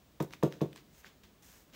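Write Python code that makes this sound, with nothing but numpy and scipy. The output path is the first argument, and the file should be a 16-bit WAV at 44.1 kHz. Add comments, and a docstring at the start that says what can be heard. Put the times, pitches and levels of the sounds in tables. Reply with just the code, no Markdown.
"""Over faint room tone, a light clack, a thud and a wet squish: a wooden printing block on a cloth ink pad.
It is dabbed three times, close to one microphone in a small, quiet room. An edge lands and rings the
block, the face thuds the tray and presses out ink, then small sharp ticks follow as the block peels off.
The hand shifts its grip and carries the block over the cloth with a faint rustle; meanwhile a short,
round click sounds somewhere in the room."""
import sys
import numpy as np
from scipy import signal
from scipy.fft import rfft, irfft
from scipy.io import wavfile

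SR = 44100
rng = np.random.default_rng(int(sys.argv[2]) if len(sys.argv) > 2 else 0)


def store_pcm(level_fs):
    """Save levels as 16-bit WAV."""
    pcm = np.round(np.clip(level_fs, -1, 1) * 32767).astype(np.int16)
    wavfile.write(sys.argv[1], SR, np.atleast_2d(pcm).T)


N = 77175


def undb(db):
    """Decibels to gain."""
    return 10 ** (np.asarray(db) / 20)


def since(start):
    """Seconds elapsed since start, zero before it."""
    return np.maximum(np.arange(N) / SR - start, 0)


def over_hz(points, hz):
    """Read a table on a log-frequency axis."""
    freqs, values = np.array(points, float).T
    return np.interp(np.log(hz + 1e-9), np.log(freqs), values)


def colour(noise, spectrum):
    """Give a noise a spectrum; rms 1."""
    gain = undb(over_hz(spectrum, np.fft.rfftfreq(N, 1 / SR)))
    shaped = irfft(rfft(noise) * gain, N)
    return shaped / shaped.std()


def grains(spread_db, size=24):
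    """Noise made of brief grains of uneven strength."""
    noise = rng.standard_normal(N)
    grain_db = spread_db * np.clip(rng.standard_normal(N // size + 1), -2, 2)
    return noise * np.repeat(undb(grain_db), size)[:N]


def burst(start, rise, decay):
    """Straight rise, exponential fall."""
    t = since(start)
    return np.minimum(t / rise, 1) * np.exp(-np.maximum(t - rise, 0) / decay)


def ring(modes, start, longest_t60_s=.14):
    """Modes of a struck body; neighbours swing opposite ways, and the cloth cuts long rings short."""
    t, out = since(start), 0
    for k, (hz, db, t60) in enumerate(modes):
        fade = np.exp(-np.log(1000) * t / min(t60, longest_t60_s))
        out += (-1) ** k * undb(db) * np.sin(2 * np.pi * hz * t) * fade
    return out


def cushion(blow, contact_ms):
    """Spread a blow over a soft contact: the longer, the duller."""
    age = np.arange(512) / SR * 1000 / contact_ms
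    push = age * np.exp(-age)
    return signal.fftconvolve(blow, push / push.sum())[:N]


# spectrum of the still room at the microphone: f/Hz, level/dB
AIR_SPECTRUM = [(25, -7), (55, 5), (110, -3), (180, 0), (420, -8.5), (1000, -15.5), (1800, -19.5),
                (3700, -21), (4900, -23.5), (7300, -25), (10400, -31.5), (15000, -25)]

def room_tone(air_db=-63, whine_db=-76.5, whine_hz=15585):
    """Room rumble, hiss and a thin electrical whine."""
    air = colour(rng.standard_normal(N), AIR_SPECTRUM)
    whine = np.sin(2 * np.pi * whine_hz * since(0))
    return undb(air_db) * air + undb(whine_db) * whine


# the face lands on the pad: t/s, thud level/dB, contact/ms, squish level/dB
FACE_LANDINGS = [(.2050, -6.5, 0.37, -39), (0.4343, -1.5, 0.2, -35.5), (.6161, -3.5, 0.33, -40.5)]
# modes of the tray and the table under it: f/Hz, level/dB, t60/s before the cloth damps them
TRAY_MODES = [(63, -39, 0.037), (151, -17.5, .08), (216.3, -23.5, 0.18), (278.4, -20.5, 0.039),
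              (325.8, -18.5, 0.1), (377, -25, 0.21), (426, -8, 0.023), (540, -18, 0.026), (586, -29, 0.2),
              (704.5, -19, .045), (927, -31, 0.083), (1124, -31.5, 0.065)]
# spectrum of the wet pad from close by: f/Hz, level/dB
SQUISH_SPECTRUM = [(200, -12), (700, 24), (1300, 12.5), (2000, 3.5), (3700, 4.5), (4900, -4), (6500, -0.5),
                   (10000, -13.5), (14500, -3), (16000, -31)]

def dabs(rise_s=.005, decay_s=.013):
    """The wet pad squishes, peaking as the block's face thuds into the tray."""
    wet, out = colour(grains(spread_db=3.5), SQUISH_SPECTRUM), 0
    for start, thud_db, contact_ms, squish_db in FACE_LANDINGS:
        out += undb(thud_db) * cushion(ring(TRAY_MODES, start), contact_ms)
        out += undb(squish_db) * wet * burst(start - rise_s, rise_s, decay_s)
    return out


# ink spurts from under the block: t/s, level/dB, decay/s
INK_SPURTS = [(0.2019, -44.5, 0.0013), (0.2215, -45, 0.011), (0.429, -39.5, 0.0015), (0.433, -32, 0.0011),
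              (.6180, -53.5, 0.0045)]
# spectrum of their fizz: f/Hz, level/dB
SPURT_SPECTRUM = [(500, -12), (3000, -3), (7000, -1), (10000, -6), (12500, -2), (14500, 3), (16000, -3)]

def spurts(rise_s=.0006):
    """Bright fizz of ink and air pressed out of the pad."""
    envelope = sum(undb(db) * burst(start, rise_s, decay) for start, db, decay in INK_SPURTS)
    return colour(grains(spread_db=9), SPURT_SPECTRUM) * envelope


# knocks on the block, at the pad: t/s, level/dB, contact/ms
BLOCK_KNOCKS = [(0.2025, -26.5, 0.081), (0.3377, -53.5, 0.031), (0.4271, -24.5, 0.086),
                (0.6079, -39, 0.043), (0.759, -54.5, 0.01)]
# modes of the block: f/Hz, level/dB, t60/s
BLOCK_MODES = [(525.5, -7, 0.05), (943, 1.5, 0.02), (1140, 3.5, 0.01), (1260, -8.5, 0.052),
               (1530, -46, 0.091), (1740, -5.5, 0.017), (2590, -3.5, 0.0067), (3767, -7.5, 0.018)]

def clacks():
    """The wooden block rings as an edge lands, it comes free or the grip shifts."""
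    return sum(undb(db) * cushion(ring(BLOCK_MODES, start), contact_ms)
               for start, db, contact_ms in BLOCK_KNOCKS)


# the block peels off or shifts in the fingers: peak t/s, rise/s, decay/s, level/dB
PEEL_SWELLS = [(0.34, 0.033, 0.019, -53.5), (0.539, 0.046, .03, -58), (0.73, 0.04, 0.03, -68.5),
               (0.77, 0.022, .03, -55.5), (1.068, 0.049, 0.031, -55.5), (1.237, 0.0053, 0.025, -56),
               (1.748, 0.025, .02, -52.5)]
# spectrum of the crackle: f/Hz, level/dB
PEEL_SPECTRUM = [(150, 6), (600, -2.5), (1100, -2), (2500, -0.5), (3800, -2), (4900, -6), (6500, -7),
                 (10000, -21), (14500, -14), (16000, -12.5)]

def peels():
    """Fine crackle that builds as the block lets go, then dies away."""
    envelope = sum(undb(db) * burst(peak - rise, rise, decay) for peak, rise, decay, db in PEEL_SWELLS)
    return colour(grains(spread_db=3), PEEL_SPECTRUM) * envelope


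# ticks, some followed about 15 ms later by a fainter echo: t/s, level/dB, centre f/Hz
SHARP_TICKS = [(.3080, -45, 2200), (.3272, -45, 3600), (.3357, -36, 3000), (.5243, -36, 2300),
               (.5390, -46, 2200), (.6135, -41, 2900), (.7300, -42, 3400), (.7605, -37, 2500),
               (.7770, -48, 3500), (1.6995, -57, 2500)]

def ticks(rise_s=.0002, decay_s=.0008):
    """Small sharp ticks, each a burst of noise with a broad resonance."""
    out = 0
    for start, db, hz in SHARP_TICKS:
        hump = [(hz / 5, -22), (hz / 3.5, -2), (hz, 0), (hz * 1.3, -5), (hz * 3, -17), (hz * 6, -28)]
        noise = colour(rng.standard_normal(N), hump)
        out += undb(db) * noise * burst(start, rise_s, decay_s)
    return out


# cloth slides, faint even this close: t/s, rise/s, hold/s, release/s, level/dB
CLOTH_SLIDES = [(0.893, 0.1, 0.0092, 0.034, -61), (1.419, 0.0083, 0.13, .11, -60)]
# spectrum of rubbing cloth: f/Hz, level/dB
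CLOTH_SPECTRUM = [(150, -8), (600, 2), (1700, 5), (4500, -1), (6500, 5), (10500, -5), (14000, 2.5),
                  (16000, 0.5)]

def slides():
    """Soft hiss of cloth as the arm moves."""
    swell = sum(undb(db) * np.interp(since(start), np.cumsum([0, rise, hold, release]), [0, 1, 1, 0])
                for start, rise, hold, release, db in CLOTH_SLIDES)
    return colour(grains(spread_db=2.5), CLOTH_SPECTRUM) * swell


# a click somewhere in the room, then its echo: t/s, level/dB, f/Hz
ROOM_CLICK = [(1.0453, -39, 1650), (1.0618, -49, 1850)]

def room_click(rise_s=.0003):
    """A short, round click and its echo: each a few soft-edged cycles of a heavily damped resonance."""
    out = 0
    for start, db, hz in ROOM_CLICK:
        t = since(start)
        envelope = 2 * (t / rise_s) ** 2 * np.exp(-t / rise_s)
        out += undb(db) * envelope * np.sin(2 * np.pi * hz * t)
    return out


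# echoes off floor and walls, by paths 4 to 14 m longer than the direct one: delay t/s, level/dB
WALL_ECHOES = [(.01306, -9), (.02102, -12), (.0303, -14), (.04155, -17)]

def near_walls(sound):
    """The sound reaches the microphone, followed by its first distinct reflections."""
    return sound + sum(undb(db) * np.pad(sound, (int(delay * SR), 0))[:N] for delay, db in WALL_ECHOES)


# decay of the small room: f/Hz, t60/s
TAIL_T60 = [(100, 0.56), (400, 0.5), (1500, 0.33), (6000, 0.95), (15000, 0.9)]
# its echoes at the microphone, relative to the direct sound: f/Hz, level/dB
TAIL_LEVEL = [(60, -13), (150, -16), (400, -15.5), (1000, -16.5), (3000, -13), (15000, -13)]

def room(sound, gap_s, build_s):
    """Diffuse echoes in octave bands; the treble lasts longest."""
    freqs, t, tail = np.fft.rfftfreq(N, 1 / SR), since(gap_s), 0
    noise = rfft(rng.standard_normal(N))
    for hz in 62.5 * 2 ** np.arange(9):
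        band = (freqs >= hz / np.sqrt(2)) & (freqs < hz * np.sqrt(2))
        fade = np.minimum(t / build_s, 1) * np.exp(-np.log(1000) * t / over_hz(TAIL_T60, hz))
        gain = undb(over_hz(TAIL_LEVEL, hz)) / np.linalg.norm(fade)
        tail += gain * irfft(noise * band, N) * fade
    return signal.fftconvolve(sound, tail)[:N]


def scene():
    """Block, pad and cloth close to one microphone, with the room behind them."""
    early = near_walls(dabs()) + spurts() + clacks() + peels() + ticks() + slides() + room_click()
    return (early + room(early, gap_s=.0017, build_s=.0063) + room_tone())[None]


def record(dry, low_cut_hz=45, top_hz=15750):
    """The recorder thins the deep bass and cuts the top."""
    low_cut = signal.butter(2, low_cut_hz, "high", fs=SR, output="sos")
    top_cut = signal.ellip(10, .2, 70, top_hz, fs=SR, output="sos")
    return signal.sosfilt(top_cut, signal.sosfilt(low_cut, dry))


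dry = scene()
out = record(dry)
store_pcm(out)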